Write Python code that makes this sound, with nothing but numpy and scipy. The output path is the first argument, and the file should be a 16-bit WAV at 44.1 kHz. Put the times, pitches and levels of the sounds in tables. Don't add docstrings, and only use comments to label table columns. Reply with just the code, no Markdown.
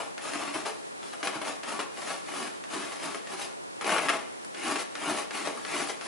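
import sys
import numpy as np
from scipy import signal
from scipy.fft import rfft, irfft, next_fast_len
from scipy.io import wavfile

SR = 44100
rng = np.random.default_rng(int(sys.argv[2]) if len(sys.argv) > 2 else 0)


def dump_mix(stems):
    frames = np.atleast_2d(stems).T
    limited = np.clip(frames, -1, 1)
    pcm = np.round(limited * 32767).astype(np.int16)
    wavfile.write(sys.argv[1], SR, pcm)


def gain_from_db(level_db):
    decades = np.asarray(level_db, float) / 20
    return 10 ** decades


N = 267687
SIZE = next_fast_len(N + SR)
HZ = np.maximum(np.arange(SIZE // 2 + 1) * SR / SIZE, 1)

# fastest t/s, speed-up/s, slow-down/s (each about 20 dB), force/dB, drumhead weight/dB, graphite hiss/dB
STROKES = [(0.0, .05, 0.092, -22, -3, -3), (.26, 0.062, 0.6, -29, 0, 3),
           (.474, 0.058, 0.086, -28.5, 3, -1.5), (0.555, 0.021, 0.11, -22, 4.5, -2),
           (0.668, 0.015, 0.067, -19.5, -8.5, -1.5), (1.068, 0.061, 0.19, -42.5, 5.5, 10),
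           (1.36, 0.054, 0.075, -24, 4.5, -4), (1.473, 0.046, 0.11, -22.5, -2, -1),
           (1.725, 0.074, 0.12, -24, 2.5, -0.5), (2.03, 0.11, 0.24, -32, 2.5, 4),
           (2.125, .1, 0.098, -31, -1, 4.5), (2.418, 0.19, 0.18, -27, 3.5, 2),
           (2.735, .045, .45, -26, 2, 1), (3.054, 0.06, 0.13, -24.5, 4, 0.5),
           (3.33, 0.074, 0.17, -31, 4.5, 3), (3.421, 0.064, .1, -28.5, 1, 5),
           (3.905, 0.078, .3, -16, 0, -4), (4.144, 0.04, 0.069, -18.5, 2, -5.5),
           (4.714, 0.16, 0.11, -21.5, 6, 1), (5.111, 0.15, 0.11, -18.5, 4.5, -2),
           (5.37, 0.065, 0.33, -27.5, 4.5, 4), (5.785, .15, 0.18, -23, 4, 2),
           (6.07, 0.067, 0.11, -33.5, 2, 5.5)]
# t/s, fade/s (about 20 dB), force/dB, weight/dB, hiss/dB
CATCHES = [(.35, .06, -27.5, 7, -4), (.417, .07, -22, 0, -4), (1.21, .04, -35, -8, 0),
           (1.257, .04, -25, -6, 4), (1.685, .05, -25.5, -1, -1), (2.77, .07, -27, 11, -3),
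           (2.93, .07, -32, -11, 4), (4.06, .05, -22, 6, -4), (4.712, .05, -23, -11, -6),
           (4.8, .05, -27, -3, 6.5), (5.184, .07, -20, -6, 0.5), (5.46, .04, -26, 0, -0.5),
           (5.58, .08, -34, 4, -24), (5.892, .05, -25, -7.5, 3)]
# t/s, rise/s, fade/s, level/dB
SINGING = [(.365, .05, .07, -28), (.49, .05, .05, -30), (3.94, .1, .15, -22), (4.615, .06, .1, -30),
           (5.0, .06, .08, -33), (5.37, .07, .12, -27), (5.73, .06, .09, -25)]
# t/s, peak/dB, body re peak/dB, brightness re peak/dB, skid force/dB
TICKS = [(0.1795, -26, -12, -30, -34), (0.3351, -21.5, -8.5, 6, -28), (1.0295, -31.5, -12, -19, -35.5),
         (1.132, -31.5, -12, -19, -35), (1.2296, -19.5, -16, -11, -20.5), (1.272, -16, -7, -28, -19),
         (1.4154, -26.5, -1.5, 4, -24.5), (1.6335, -26.5, -12, -19, -27.5), (1.7914, -32.5, 7.5, 0, -18),
         (1.9733, -30, -18, -14, -36), (2.0737, -26, -8, -12, -31), (2.1033, -26, -10, -8, -27),
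         (2.14, -29, -7, -16, -30.5), (2.2836, -31, -17, -17, -31), (2.6388, -31, -18, -20, -34),
         (3.1463, -22, -10, 5.5, -27.5), (3.271, -29.5, -12, -8, -35), (3.8111, -24.5, -16, -11, -24),
         (3.8443, -21, -2.5, -3, -31), (3.8935, -16, -18, 4, -30), (3.982, -16.5, -21, 2, -32),
         (4.0854, -15, -31, 5, -35), (4.0921, -12, -20, 4.5, -16), (4.098, -17, -19, -18, -40),
         (4.4472, -36, -14, 14.5, -60), (4.5469, -28, -8, -23, -40), (4.7575, -20.5, -5.5, -14, -21.5),
         (4.9535, -22.5, -13, -23, -28), (5.3086, -24, -9.5, -14, -34), (5.4733, -21.5, 1, -19, -24),
         (5.6501, -23, -12.5, -17, -26), (6.0116, -25, -10, -21, -31.5)]
# body/dB, middle/dB, treble/dB
TICK_MAKEUP_DB = [26.5, 25, 21]
# gain/dB, share of swell followed/1, stroke lag/s (negative leads)
LAYERS = [(0.5, 1.286, 0.000041), (-1, 1.253, -0.0049), (-0.9, 0.95, -0.0087), (2.5, 0.85, -0.0048)]
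# f/Hz, width/Hz, lift over broad colour/dB
CANVAS_MODES = [(163.3, 17, 6.5), (286, 19, 6.5), (368.7, 25, 6), (435.6, 83.5, 10), (579, 126, 6.5),
                (668, 102, 5.5), (810, 86, 5.5), (933, 5.3, 0.5), (1071, 44, 1), (1137, 35, 5.5),
                (1360, 120, 4.5), (1346, 8.9, 1.5), (1683, 39, 4.5), (1800, 19, 7.5), (2156, 69, 2.5),
                (2860, 360, 1.5)]
# f/Hz, level/dB
CANVAS_COLOUR = [(40, -67), (90, -26.5), (150, -18), (295, 0), (490, -4), (800, -1.5), (1200, 2),
                 (2200, -5.5), (3600, -12.5), (6000, -17), (8800, -20), (9500, -16.5), (11000, -17),
                 (14000, -24)]
# f/Hz, canvas t60/s, room t60/s
RING = [(152, 0.028, 0.44), (480, 0.37, 0.63), (1480, 0.056, 0.46), (3960, 0.023, 0.45),
        (9800, 0.0041, 0.11)]
# f/Hz, level/dB
SPREAD = [(130, -7), (300, -8.5), (600, -8), (1200, -12), (2600, -8), (5400, -3.5), (11000, -3)]
# f/Hz, left over right/dB
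LEAN = [(60, 1.0), (170, 1.2), (490, 2.4), (1410, 5.5), (4030, 0.91), (11500, 1.4)]
# f/Hz, level/dB
TONE_MID = [(18, -65), (30, -35), (111, -20), (161, -12), (432, -8), (477, -6.5), (691, -9), (2970, -19),
            (11000, -19.5), (14300, -10.5), (22000, -120)]
TONE_SIDE = [(18, -87), (30, -77), (108, -16), (401, -5), (514, -10), (554, -6), (611, -9.5), (822, -9),
             (3800, -27), (11000, -31.5), (14300, -63), (22000, -120)]

TONE_MID_RMS_DB, TONE_SIDE_RMS_DB = -49, -40
CANVAS_TAIL_DB, TICK_TAIL_DB, ROOM_DB = -4, 0, -2.5
TIP_MOVES_PER_S = 12.3
SLIPS_PER_S, SLIP_SPREAD_DB = 5000, 4.5
FLUTTER_DB, HISS_FLUTTER_DB = 2, 1.4
RISE_ROUNDNESS, FALL_ROUNDNESS = 1.47, 1.186
CATCH_RISE_SHARE = 0.55
SKID_RISE_S, SKID_FALL_S = 0.0012, 0.056
SKID_WEIGHT_DB, SKID_HISS_DB, SKID_BUZZ_DB = 0.5, -3, 2.5
BUZZ_WITH_HISS, BUZZ_WITH_FORCE, USUAL_FORCE_DB = 0.24, 0.11, -23
SING_LOW_HZ, SING_HIGH_HZ = 1900, 3100
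CUTOFF_HZ = 10990


def rms_one(x):
    return x / np.sqrt(np.mean(x ** 2) + 1e-20)


def at_hz(points, hz, axis=1):
    points = np.array(points)
    return np.interp(np.log(hz), np.log(points[:, 0]), points[:, axis])


def causal(db):
    cepstrum = irfft(np.log(gain_from_db(db)), SIZE)
    cepstrum[1:SIZE // 2] *= 2
    cepstrum[SIZE // 2 + 1:] = 0
    return np.exp(rfft(cepstrum))


def through(x, response):
    return irfft(rfft(x, SIZE) * response, SIZE)[:N]


def band(x, low_hz, high_hz):
    sos = signal.butter(2, [low_hz, high_hz], "band", fs=SR, output="sos")
    return signal.sosfilt(sos, x)


def drift(rate_hz):
    r = np.exp(-2 * np.pi * rate_hz / SR)
    noise = rng.standard_normal(N + SR)
    return rms_one(signal.lfilter([1], [1, -2 * r, r * r], noise)[SR:])


def swells(t, rows, share):
    s, rise_s, fall_s, force_db = np.array(rows).T[:4, :, None]
    away = np.where(t < s, (s - t) / rise_s, (t - s) / fall_s)
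    roundness = np.where(t < s, RISE_ROUNDNESS, FALL_ROUNDNESS)
    return gain_from_db(2 * (force_db - 20 * share * away ** roundness))


def effort():
    t = np.arange(0, N / SR + .001, .0005)
    catches = [(s, CATCH_RISE_SHARE * fall_s, fall_s, *rest) for s, fall_s, *rest in CATCHES]
    skids = [(row[0] + SKID_RISE_S, SKID_RISE_S, SKID_FALL_S, row[-1], SKID_WEIGHT_DB, SKID_HISS_DB)
             for row in TICKS]
    brief = catches + skids
    force_db, weight_db, hiss_db = np.array(list(STROKES) + brief).T[-3:]
    buzz_db = BUZZ_WITH_HISS * hiss_db + BUZZ_WITH_FORCE * (force_db - USUAL_FORCE_DB)
    buzz_db[-len(skids):] += SKID_BUZZ_DB
    gains = []
    for (gain_db, share, lag_s), own_db in zip(LAYERS, [weight_db, 0 * hiss_db, buzz_db, hiss_db]):
        movements = np.vstack([swells(t - lag_s, STROKES, share), swells(t, brief, share)])
        power = gain_from_db(2 * own_db) @ movements
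        gains.append(gain_from_db(gain_db) * np.interp(np.arange(N) / SR, t, np.sqrt(power)))
    sing_power = swells(t, SINGING, 1).sum(axis=0)
    gains.append(np.interp(np.arange(N) / SR, t, np.sqrt(sing_power)))
    return gains


def friction():
    push, rasp, buzz, hiss, sing = effort()
    sizes = gain_from_db(SLIP_SPREAD_DB * np.minimum(rng.exponential(1, N), 4)) * rng.choice([-1, 1], N)
    slips = rms_one(sizes * (rng.random(N) < SLIPS_PER_S / SR))
    rub = push * band(slips, 59, 337)
    rub += rasp * band(slips, 420, 1420)
    rub += buzz * band(slips, 1825, 3450)
    rub += sing * band(band(slips, SING_LOW_HZ, SING_HIGH_HZ), SING_LOW_HZ, SING_HIGH_HZ)
    fine = hiss * band(0.25 * slips + rng.standard_normal(N), 3410, 22000)
    tremble = drift(45)
    return gain_from_db(FLUTTER_DB * tremble) * rub + gain_from_db(HISS_FLUTTER_DB * tremble) * fine


def canvas():
    db = at_hz(CANVAS_COLOUR, HZ)
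    for hz, width_hz, lift_db in CANVAS_MODES:
        db = db + lift_db / (1 + (2 * (HZ - hz) / width_hz) ** 2)
    return causal(db)


def tail(axis, onset_s, count=1):
    t, out = np.arange(SR // 2) / SR, 0
    edges_hz = 50 * 2 ** np.arange(0, 8.6, .5)
    for low, high in zip(edges_hz, edges_hz[1:]):
        t60_s = at_hz(RING, np.sqrt(low * high), axis)
        fade = gain_from_db(-60 * t / t60_s) * (1 - np.exp(-t / onset_s))
        dying = band(rng.standard_normal((count, len(t))), low, high) * fade
        energy = np.sum(dying ** 2, axis=1, keepdims=True)
        out = out + dying * np.sqrt(2 * (high - low) / SR / energy)
    return rfft(out, SIZE)


def moving_ring(force):
    places = np.array([drift(TIP_MOVES_PER_S) for _ in range(8)])
    places /= np.sqrt(np.sum(places ** 2, axis=0))
    responses = tail(axis=1, onset_s=0.00068, count=8)
    return irfft(np.sum(rfft(force * places, SIZE) * responses, axis=0), SIZE)[:N]


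def room_tone(spectrum, rms_db):
    noise = through(rng.standard_normal(N), gain_from_db(at_hz(spectrum, HZ)))
    return gain_from_db(rms_db + 0.28 * drift(21)) * rms_one(noise)


def ticks():
    s, peak_db, body_db, bright_db = np.transpose(TICKS)[:-1]
    pushes = np.zeros((3, N))
    band_db = peak_db + np.array([body_db, 0 * s, bright_db])
    pushes[:, np.round(s * SR).astype(int)] = gain_from_db(band_db + np.c_[TICK_MAKEUP_DB])
    return band(pushes[0], 132, 1700) + band(pushes[1], 1390, 7700) + band(pushes[2], 5500, 22000)


def scene():
    rub, tick, body = friction(), ticks(), canvas()
    ringing = gain_from_db(CANVAS_TAIL_DB) * rub + gain_from_db(TICK_TAIL_DB) * tick
    room_mid, room_side = gain_from_db(ROOM_DB) * tail(axis=2, onset_s=0.0037, count=2)
    mid = through(rub + tick + moving_ring(ringing) + through(ringing, room_mid), body)
    spread = causal(at_hz(SPREAD, HZ) + 3)
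    side = through(moving_ring(ringing) + through(ringing, room_side), body * spread)
    lean = gain_from_db(at_hz(LEAN, HZ))
    side += through(mid, (lean - 1) / (lean + 1))
    mid += room_tone(TONE_MID, TONE_MID_RMS_DB)
    side += room_tone(TONE_SIDE, TONE_SIDE_RMS_DB)
    return np.array([mid + side, mid - side])


def roll_off(x):
    return signal.sosfilt(signal.butter(12, 12130, fs=SR, output="sos"), x)


def record(dry):
    sos = signal.ellip(14, .5, 60, CUTOFF_HZ, fs=SR, output="sos")
    mix = signal.sosfilt(sos, dry)
    return roll_off(mix)


dry = scene()
out = record(dry)
dump_mix(out)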